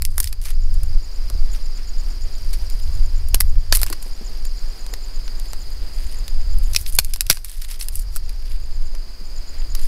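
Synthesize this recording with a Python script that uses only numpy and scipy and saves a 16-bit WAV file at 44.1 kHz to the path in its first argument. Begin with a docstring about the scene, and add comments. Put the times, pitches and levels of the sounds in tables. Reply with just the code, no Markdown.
"""Dry sticks are broken by hand at night, outdoors, a few metres from a small microphone.
Each crack is a burst of tearing-fibre noise with a brief ring and ground echoes; bark ticks and dull knocks join it.
Around them, one cricket chirps and one trills as rasped sine strokes, above a throbbing noise band of far crickets.
Air and wind are shaped noise. Loud cracks turn the gain down, so the night ducks and swells back."""
import sys
import numpy as np
from scipy import signal
from scipy.fft import rfft, irfft, next_fast_len
from scipy.io import wavfile
from scipy.ndimage import uniform_filter1d, minimum_filter1d

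SR = 44100
rng = np.random.default_rng(int(sys.argv[2]) if len(sys.argv) > 2 else 0)


def store_wav(level_fs):
    """Save 16-bit WAV to argv[1]."""
    pcm = np.round(np.clip(np.atleast_2d(level_fs), -1, 1) * 32767)
    wavfile.write(sys.argv[1], SR, pcm.T.astype(np.int16))


N = 435266
TIME = np.arange(N) / SR


def undb(db):
    """Decibels to gain."""
    return 10 ** (np.asarray(db) / 20)


def unit(x):
    """Scale to rms 1."""
    return x / np.sqrt(np.mean(x ** 2) + 1e-20)


def curve(rows):
    """The second column of a table over its first, joined by straight lines in time."""
    seconds, values = np.transpose(rows)
    return np.interp(TIME, seconds, values)


def shape(points, size):
    """Gain in dB at the bins of a transform, joined by straight lines over log frequency."""
    hz, db = np.transpose(points)
    bins = np.maximum(np.arange(size // 2 + 1) * SR / size, 1)
    return np.interp(np.log(bins), np.log(hz), db)


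def colour(x, points):
    """Give a long sound a spectrum, at rms 1."""
    size = next_fast_len(N, True)
    spectrum = rfft(x, size) * undb(shape(points, size))
    return unit(irfft(spectrum, size)[:N])


def strike(x, db):
    """Filter a short sound with minimum phase, so that nothing comes before its attack."""
    cepstrum = irfft(np.log(undb(db)))
    # fold the backward half of the cepstrum onto the forward half
    cepstrum[1:len(x) // 2] *= 2
    cepstrum[len(x) // 2 + 1:] = 0
    return irfft(rfft(x) * np.exp(rfft(cepstrum)))


def walk(rate):
    """Smooth random wandering with an rms of 1, from `rate` random knots per second."""
    knots = rng.standard_normal(int(N / SR * rate) + 2)
    wander = np.interp(TIME * rate, np.arange(len(knots)), knots)
    return unit(uniform_filter1d(wander, int(SR / rate / 2) + 1))


def add(out, s, x):
    """Mix a sound in at a time in seconds."""
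    start = max(int(s * SR), 0)
    out[start:start + len(x)] += x[:max(N - start, 0)]


def night(chorus_db=-46.0, air_db=-47, throb=0.19, throb_hz=18.6):
    """Many far crickets merge into a throbbing band above the soft rush of the air."""
    # Slow drift of chorus and air together. Each row: time in seconds, level in dB.
    drift_rows = [(0, 1), (0.4, -3), (1.2, 0), (3.0, 1), (3.25, -2.5), (4.1, 1), (6.2, 1), (6.65, -1),
                  (7.6, -2.5), (8.75, -3), (9.3, 0), (9.87, 0.5)]
    # Spectrum of the air. Each row: frequency in Hz, relative density in dB per Hz.
    air_spectrum = [(60, -1), (150, 2), (350, -0.5), (700, -4.5), (1100, -7), (2000, -9), (3500, -12.5),
                    (6000, -14.5), (9000, -17.5), (12000, -20), (15000, -24)]
    # Spectrum of the far crickets. Each row: frequency in Hz, relative density in dB per Hz.
    chorus_spectrum = [(3700, -37), (4020, -15.5), (4150, -2), (4280, -9.5), (4650, 2.5), (5030, 3.5),
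                       (5200, -2.5), (5380, -26), (6300, -17), (6700, -10.5), (7200, -26), (8000, -24.5)]
    wandering_hz = throb_hz * (1 + 0.027 * walk(2.13))
    pulse = 1 + throb * np.sin(2 * np.pi * np.cumsum(wandering_hz) / SR)
    chorus = colour(rng.standard_normal(N), chorus_spectrum) * pulse * undb(0.69 * walk(90))
    air = colour(rng.standard_normal(N), air_spectrum) * undb(0.79 * walk(19))
    return (chorus * undb(chorus_db) + air * undb(air_db)) * undb(curve(drift_rows))


def wind(sway_db=-15, buffet_db=-36.5, sway_share=0.44, eddy_db=0.5, lull_db=2):
    """Large eddies sway the air at the microphone port; small ones buffet it and grow faster with the wind."""
    # Wind strength at the microphone. Each row: time in seconds, strength in dB re a moderate breeze.
    strength_rows = [(0, 22), (0.5, 1.5), (0.72, 12.5), (0.95, 13.5), (1.03, -6.5), (1.48, 5), (1.7, -11),
                     (2.15, -1), (2.6, -2), (2.8, 3.5), (3.65, 11.5), (3.95, -1), (4.7, -14.5), (6.0, 0),
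                     (6.7, 3), (7.3, 6.5), (7.42, -3), (7.8, -11), (7.97, 5.5), (8.3, 0.5), (8.9, -5),
                     (9.1, -17), (9.87, -1)]
    # Spectrum of the large eddies. Each row: frequency in Hz, relative density in dB per Hz.
    sway_spectrum = [(6, -2), (12, 4), (20, 3.5), (28, -4), (36, -6), (48, -15), (65, -31.5), (100, -38.5),
                     (200, -75)]
    # Spectrum of the small eddies. Each row: frequency in Hz, relative density in dB per Hz.
    buffet_spectrum = [(30, -8), (50, -11.5), (62, 2), (80, -7), (100, -14), (130, -22.5), (180, -34.5),
                       (300, -52.5), (600, -94)]
    strength_db = curve(strength_rows)
    surge_db = lull_db * walk(9)
    sway = colour(rng.standard_normal(N), sway_spectrum) * undb(sway_db + sway_share * strength_db)
    buffet_level_db = buffet_db + strength_db + eddy_db * walk(14)
    buffet = colour(rng.standard_normal(N), buffet_spectrum) * undb(buffet_level_db)
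    return (sway + buffet) * undb(surge_db)


def wing_stroke(hz, length_s, fall, rasp, tooth_hz, size=2048):
    """A file drawn over the wing: a falling tone, roughened by the teeth."""
    t = np.arange(size) / SR
    stroke = np.minimum(t / length_s, 1)
    falling_hz = hz * (1 + fall * (.5 - stroke))
    phase = 2 * np.pi * np.cumsum(falling_hz) / SR
    teeth = 1 + rasp * np.cos(2 * np.pi * (tooth_hz * t + rng.random()))
    return np.sin(np.pi * stroke) * teeth * np.sin(phase)


def trilling_cricket(hz=5580, rate=18.2, gap_s=0.015, gain_db=7, swell_db_per_s=1.5, detune=0.0028):
    """Pairs of nearly pure strokes in a fast, even train that swells until the bout breaks off."""
    # Bouts. Each row: start in seconds, end in seconds, level at the end in dB before gain_db.
    bouts = [(0.564, 2.7, -51.5), (2.664, 4.8, -53), (7.957, 8.5, -55)]
    out = np.zeros(N)
    for start_s, end_s, db in bouts:
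        for s in np.arange(start_s, end_s, 1 / rate):
            level_db = db + gain_db - swell_db_per_s * (end_s - s)
            for lag_s in (0, gap_s):
                late, sharp = rng.standard_normal(2)
                stroke = wing_stroke(hz * (1 + detune * sharp), 0.01, fall=0.017, rasp=.15, tooth_hz=300)
                add(out, s + lag_s + 0.0011 * late, undb(level_db) * stroke)
    return out


def near_cricket(hz=7020, period_s=0.115, gain_db=5.0, lead_db=-4, gap_s=.017, length_s=0.014,
                 jitter_s=0.0035, scatter_db=3.5):
    """Chirps at a nearly even pace within a bout; each is a soft opening stroke and a stronger closing one."""
    # Bouts. Each row: first chirp in seconds, last chirp in seconds, level in dB before gain_db.
    bouts = [(0.532, 0.859, -53), (1.05, 1.164, -50), (1.544, 2.354, -49), (2.726, 3.292, -51),
             (3.497, 3.72, -52), (4.036, 4.263, -49), (4.474, 5.734, -48), (5.952, 6.656, -48.5),
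             (7.907, 8.26, -53), (8.525, 8.87, -53.5), (9.27, 9.832, -48.5)]
    out = np.zeros(N)
    for first_s, last_s, db in bouts:
        count = round((last_s - first_s) / period_s) + 1
        for s in np.linspace(first_s, last_s, count):
            late, loud = rng.standard_normal(2)
            for lead_s, stroke_db in [(gap_s, lead_db), (0, 0)]:
                stroke_hz = hz * (1 + .008 * rng.standard_normal())
                stroke = wing_stroke(stroke_hz, length_s, fall=0.045, rasp=0.88, tooth_hz=318)
                start_s = s + jitter_s * late - lead_s - length_s / 2
                add(out, start_s, undb(db + stroke_db + gain_db + scatter_db * loud) * stroke)
    return out


def thuds(decay_s=0.009, size=4096):
    """Dull knocks of hands and wood that the palms or the soil damp at once."""
    # Knocks. Each row: start in seconds, peak in dB, centre frequency in Hz.
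    knocks = [(0.203, -37, 460), (1.301, -33, 400), (1.346, -34.5, 300), (3.9, -26, 333), (3.93, -31, 330),
              (4.061, -32, 256), (4.211, -28, 235), (4.928, -33, 450), (7.299, -14, 96), (8.941, -37, 387),
              (9.21, -35, 189)]
    out, t = np.zeros(N), np.arange(size) / SR
    for s, db, hz in knocks:
        push = rng.standard_normal(size) * np.exp(-t / decay_s)
        thud = strike(push, shape([(hz / 3, -18), (hz, 0), (2 * hz, -8), (10 * hz, -40)], size))
        add(out, s, undb(db) * thud / np.abs(thud).max())
    return out


def crackle(seconds, coarse_db, rate, spread_db, release_s=0.016, tick_s=0.00081, smear_s=0.0075,
            smear_db=-17, fibre_hz=8000, fibre_db=7, size=512):
    """Bark ticks of unequal size, each with its own resonance and scattered tail; coarse bark has more body."""
    # Spectrum of bark. Each row: frequency in Hz, gain in dB.
    bark_spectrum = [(300, -17.5), (900, -5.5), (2000, 5.5), (3300, 4), (5000, 1.5), (7000, -3),
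                     (11000, 2.5), (15000, -7.5)]
    n = next_fast_len((int((seconds + 5 * release_s) * SR) + 8 * size) // 2, True) * 2
    span_s = seconds + 4 * release_s
    count = int(rate * span_s) + 1
    place, strength, pitch = rng.random((count, 3)).T
    at_s = (np.arange(count) + place) / count * span_s
    # the pressure builds quickly, holds, and lets go gradually
    build = np.minimum(at_s / (0.17 * seconds), 1)
    pressure = build * np.exp(-np.maximum(at_s - 0.9 * seconds, 0) / release_s)
    sizes = pressure * undb(spread_db * np.minimum(-np.log(1 - strength), 3.5))
    t = np.arange(size) / SR
    decay = np.exp(-t / tick_s) + undb(smear_db) * np.exp(-t / smear_s)
    ticks = rng.standard_normal((count, size)) * decay
    # each tick resonates within an octave of fibre_hz
    hz = np.arange(size + 1) * SR / (2 * size)
    centre_hz = fibre_hz * 2 ** (2 * pitch[:, None] - 1)
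    resonance = 1 + undb(fibre_db) / (1 + 1j * (hz / centre_hz - 1) / 0.11)
    ticks = irfft(rfft(ticks, 2 * size) * resonance)
    # overlap all ticks at their own times
    positions = (at_s * SR).astype(int)[:, None] + np.arange(2 * size)
    grains = np.bincount(positions.ravel(), (sizes[:, None] * ticks).ravel(), n)
    sound = strike(grains, shape(bark_spectrum, n) + shape([(2500, coarse_db), (9000, 0)], n))
    return sound / (np.linalg.norm(sound) + 1e-9) * np.sqrt(seconds * SR)


def handling(rub_db=0.5, rate=600, spread_db=5.0, grip_db=2.1, idle_db=-59):
    """Bark catches and slips in short scrapes; sparse faint ticks while twigs are sorted."""
    # Rubbing bark and splinters. Each row: start in seconds, length in seconds,
    # level in dB before rub_db and the grip, coarseness as low-end gain in dB.
    scrapes = [(0.005, 0.24, -42.5, -12), (0.214, 0.07, -35.5, -7), (0.412, 0.025, -38.5, -6),
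               (0.438, 0.07, -37, 2), (1.521, 0.047, -43.5, 2.5), (1.77, 0.023, -48, 20),
               (2.211, 0.93, -55, -4), (3.725, 0.03, -21.5, -4), (3.771, 0.063, -35, -7),
               (3.853, 0.11, -42.5, 6), (4.012, 0.078, -47, -15), (4.45, 0.37, -62, -4),
               (5.396, 0.36, -56, -8), (5.923, 0.25, -48.5, 1), (6.607, 0.16, -48.5, -7),
               (6.728, 0.03, -34, -11), (6.778, 0.038, -35.5, -16), (6.856, 0.032, -32, -12),
               (6.916, 0.051, -33.5, -14), (7.001, 0.22, -45, -4), (7.288, 0.012, -32, -4),
               (7.298, 0.023, -14, -5), (7.351, 0.032, -36, -3), (7.439, 0.11, -35, -4),
               (7.552, 0.11, -41, -4), (7.675, 0.075, -35.5, -1), (7.788, 0.044, -31, -8),
               (7.911, 0.12, -41, -17), (8.11, 0.067, -46, -8), (8.441, 0.12, -51, 4),
               (9.519, 0.11, -52.5, 18), (9.76, 0.2, -44.5, -3)]
    out = np.zeros(N)
    for s, seconds, db, coarse_db in scrapes:
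        add(out, s, undb(db + rub_db) * crackle(seconds, coarse_db, rate, spread_db))
    twigs = crackle(N / SR, coarse_db=3.5, rate=45, spread_db=2.0)[:N]
    grip = undb(grip_db * walk(110))
    return out * grip + undb(idle_db) * twigs


def disperse(x, lag_ms=0.38, at_hz=5000):
    """Bending waves in a stick travel faster the higher they are, which smears each click."""
    hz = np.arange(len(x) // 2 + 1) * SR / len(x)
    # the delay is lag_ms at at_hz and falls with the root of frequency
    return irfft(rfft(x) * np.exp(-4j * np.pi * lag_ms / 1000 * np.sqrt(hz * at_hz)))


def crack(tear_ms, body_db, bright_db, ring_hz, first=2.26, spread_db=4, tail_db=-14, tail_s=0.0068,
          ring_db=6, ring_width=0.089, size=4096):
    """The first fibre pulls the rest after it; the piece rings briefly and the ground scatters the sound."""
    # Spectrum of breaking wood. Each row: frequency in Hz, gain in dB.
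    wood_spectrum = [(100, -1.5), (300, -16), (820, -10.5), (1460, -4), (2600, -3.5), (3300, -5.5),
                     (4300, 2.5), (5150, 5), (6600, -3), (9000, -5), (11400, 0), (13000, -8.5),
                     (14200, -3.5), (15500, -16)]
    # Echoes off the ground and nearby rock. Each row: mean delay in ms, level in dB.
    echoes = [(1.3, -16.5), (8.501, -19.5)]
    t = np.arange(size) / SR
    fibres = rng.standard_normal(size) * undb(spread_db * rng.exponential(size=size))
    tearing = fibres * np.exp(-(t / (max(tear_ms, .1) / 1000 * 2.01)) ** 2)
    tearing /= np.linalg.norm(tearing)
    tearing[0] += first / (1 + 2 * tear_ms)  # quick breaks start with a sharper click
    force = tearing.copy()
    for delay_ms, db in echoes:
        path_ms = delay_ms * (1 + 0.18 * rng.standard_normal())  # the hands are never in the same place
        delay_s = round(path_ms / 1000 * SR) / SR
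        force += undb(db) * np.interp(t - delay_s, t, tearing, left=0)
    scatter = rng.standard_normal(size) * np.exp(-t / tail_s) * (1 - np.exp(-t * 1000))
    force += undb(tail_db) * scatter * np.linalg.norm(force) / np.linalg.norm(scatter)
    # thick pieces have more body, thin splinters more treble; each has a few bending modes
    tilt = shape([(1200, body_db), (2300, 0), (6000, 0), (8500, bright_db)], size)
    hz = np.arange(size // 2 + 1) * SR / size
    modes = np.zeros(len(hz))
    for ratio, gain in [(.6, 0.087), (1, 1), (1.75, 0.55), (2.76, 0.11)]:
        modes += gain / (1 + ((hz / (ring_hz * ratio) - 1) / ring_width) ** 2)
    sound = disperse(strike(force, shape(wood_spectrum, size) + tilt + ring_db * modes))
    return sound / np.linalg.norm(sound) * np.sqrt(SR / 100)  # rms 1 if spread over 10 ms


def sticks():
    """All the cracks, from splinter ticks to full breaks, each a burst of fibre noise."""
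    # Cracks. Each row: start in seconds, level in dB over 10 ms, tearing time scale in ms (stretched in crack),
    # body in dB, brightness in dB, ring of the piece in Hz.
    breaks = [(0.0211, -14.5, 0.65, -2, 9, 2480), (0.0514, -12.5, 0.18, -21, 7.5, 2030),
              (0.1807, -14, 0.42, 13, 12, 2080), (0.2014, -9.5, 1.8, 7, 15.5, 1850),
              (0.2296, -27, 2.1, -12, 6, 1720), (0.2427, -19.5, 0.55, -9, 7, 1880),
              (0.273, -24.5, 1.5, -24, 1, 1990), (0.3266, -27.5, 1.8, 6, 7, 2530),
              (0.4543, -28.5, 5.9, 9, 6, 2510), (0.504, -33, 4.3, 9, 9, 1860),
              (0.7407, -42, 1.8, -11, 12, 1570), (0.832, -35.5, 2.2, 10, 12.5, 1460),
              (1.3001, -34.5, 0.25, 12.5, 1, 1900), (2.531, -30.5, 7, -1, 3.5, 2470),
              (2.7, -36.5, 0.76, -15, 2, 1210), (3.286, -37, 1.6, 5, 13, 1720),
              (3.3443, -11, 1.4, 3.5, 7.5, 1660), (3.404, -14.5, 0.75, -8, 17, 1490),
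              (3.407, -10, 1.24, 2.5, 10, 2090), (3.7241, -8.5, 1.75, 7, -4.5, 1780),
              (3.75, -11, 5.3, -3, 13, 2420), (3.771, -17, 0.22, 13, 14, 1810),
              (3.816, -20.5, 0.52, 12, 10, 1380), (3.8319, -13.5, 0.21, 3.5, 9, 1730),
              (3.8643, -26.5, 0.7, 11, 5, 1120), (3.9005, -28, 0.83, 14, 11, 1060),
              (3.9269, -23, 2.9, 5.5, 0, 1090), (4.026, -34, 2.1, 6, 8, 1590),
              (4.452, -35.5, 1.4, 4, 7, 1540), (4.8649, -37.5, 0.25, 12, 6, 2130),
              (4.9373, -30, 1.4, 4, -4, 2120), (5.2791, -36, 1.3, 6, -8, 2100),
              (5.3986, -37.5, 0.34, -18, 3, 1060), (5.533, -32, 0.34, 16, 1, 1790),
              (6.2804, -33.5, 0.2, 3, 3.5, 2070), (6.586, -39, 0.37, 3, 22, 1830),
              (6.7482, -23.5, 0.54, 0, -2, 2470), (6.7621, -10.5, 1.8, -25, -1.5, 2530),
              (6.8634, -29.5, 0.31, -11, -10, 2780), (6.951, -25, 1.4, -13, 23, 970),
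              (6.987, -0.5, 1.7, 1.5, 6.5, 2420), (7.047, -22.5, 0.8, -17, 10, 2750),
              (7.1363, -17, 2.4, -4, 8, 2880), (7.16, -26.5, 1, 8, 6, 1740),
              (7.2077, -9, 0.82, 2.5, 9.5, 2520), (7.2662, -29, 1.2, -16, 3, 2000),
              (7.299, 4.5, 1.25, 0, 3, 1260), (7.371, -26, 1.6, 9, -2, 1610),
              (7.4452, -21.5, 3.8, -1, 12, 2520), (7.6166, -28.5, 3.2, -3, 5.5, 1800),
              (7.71, -29, 8.2, 3, 4, 2690), (7.8108, -25, 2.3, -2.5, 1, 2650),
              (7.885, -24.5, 0.71, -6, 10, 1850), (7.9541, -24.5, 2.5, -13, 21, 2950),
              (7.995, -32.5, 0.4, -8, 15, 2700), (8.1614, -25.5, 1.3, 13, 15.5, 1790),
              (8.168, -31, 0.29, 10, 13, 2450), (8.294, -38.5, 0.21, -11, 3, 2370),
              (8.95, -40, 3.1, 8, 0, 1820), (9.7506, -27.5, 1.2, 5, 4, 2330)]
    out = np.zeros(N)
    for s, db, tear_ms, body_db, bright_db, ring_hz in breaks:
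        add(out, s, undb(db) * crack(tear_ms, body_db, bright_db, ring_hz))
    return out


def outdoors(x, wet_db=-31, t60=0.43, size=16384):
    """Faint, short return from brush and rocks: a decaying noise tail that starts after 10 ms."""
    t = np.arange(size) / SR
    tail = rng.standard_normal(size) * undb(-60 * t / t60) * (t > .01)
    return x + undb(wet_db) * signal.fftconvolve(x, tail / np.linalg.norm(tail))[:N]


def follow(x, start, attack_s, release_s, step_s):
    """Track a control with one time constant for rising and another for falling."""
    out, y = [], start
    for value in x:
        time_s = attack_s if value > y else release_s
        y += (value - y) * (1 - np.exp(-step_s / time_s))
        out.append(y)
    return out


def gain_control(x, threshold_db=-13.5, slope=0.49, attack_s=0.021, hold_s=.13, release_s=0.3,
                 start_db=11, size=64):
    """Loud cracks turn the gain down; it holds, then creeps back. 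It starts turned down and ignores the rumble."""
    heard = signal.sosfilt(signal.butter(4, 300, "highpass", fs=SR, output="sos"), x)
    power = np.abs(uniform_filter1d(heard ** 2, SR // 100)[::size])  # 10 ms average
    level_db = 10 * np.log10(power + 1e-12)
    # the loudest level of the last hold_s
    half = int(hold_s * SR / size / 2)
    held_db = -minimum_filter1d(-level_db, 2 * half + 1, origin=half)
    excess_db = np.maximum(held_db - threshold_db, 0)
    cut_db = follow(slope * excess_db, start_db, attack_s, release_s, size / SR)
    return x * undb(-np.interp(TIME - .005, TIME[::size], cut_db))  # the cut acts 5 ms late


def scene():
    """Sticks in front, insects around, wind at the microphone."""
    by_hand = outdoors(sticks() + handling() + thuds())
    insects = near_cricket() + trilling_cricket()
    return (by_hand + insects + night() + wind())[None]


def record(dry, ceiling=0.9, top_hz=15550):
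    """The gain ducks after loud cracks, the highest peaks are flattened, and the top is cut."""
    ducked = gain_control(dry[0])[None]
    flattened = ducked / (1 + (ducked / ceiling) ** 6) ** (1 / 6)
    return signal.sosfilt(signal.ellip(10, .2, 90, top_hz, fs=SR, output="sos"), flattened)


dry = scene()
out = record(dry)
store_wav(out)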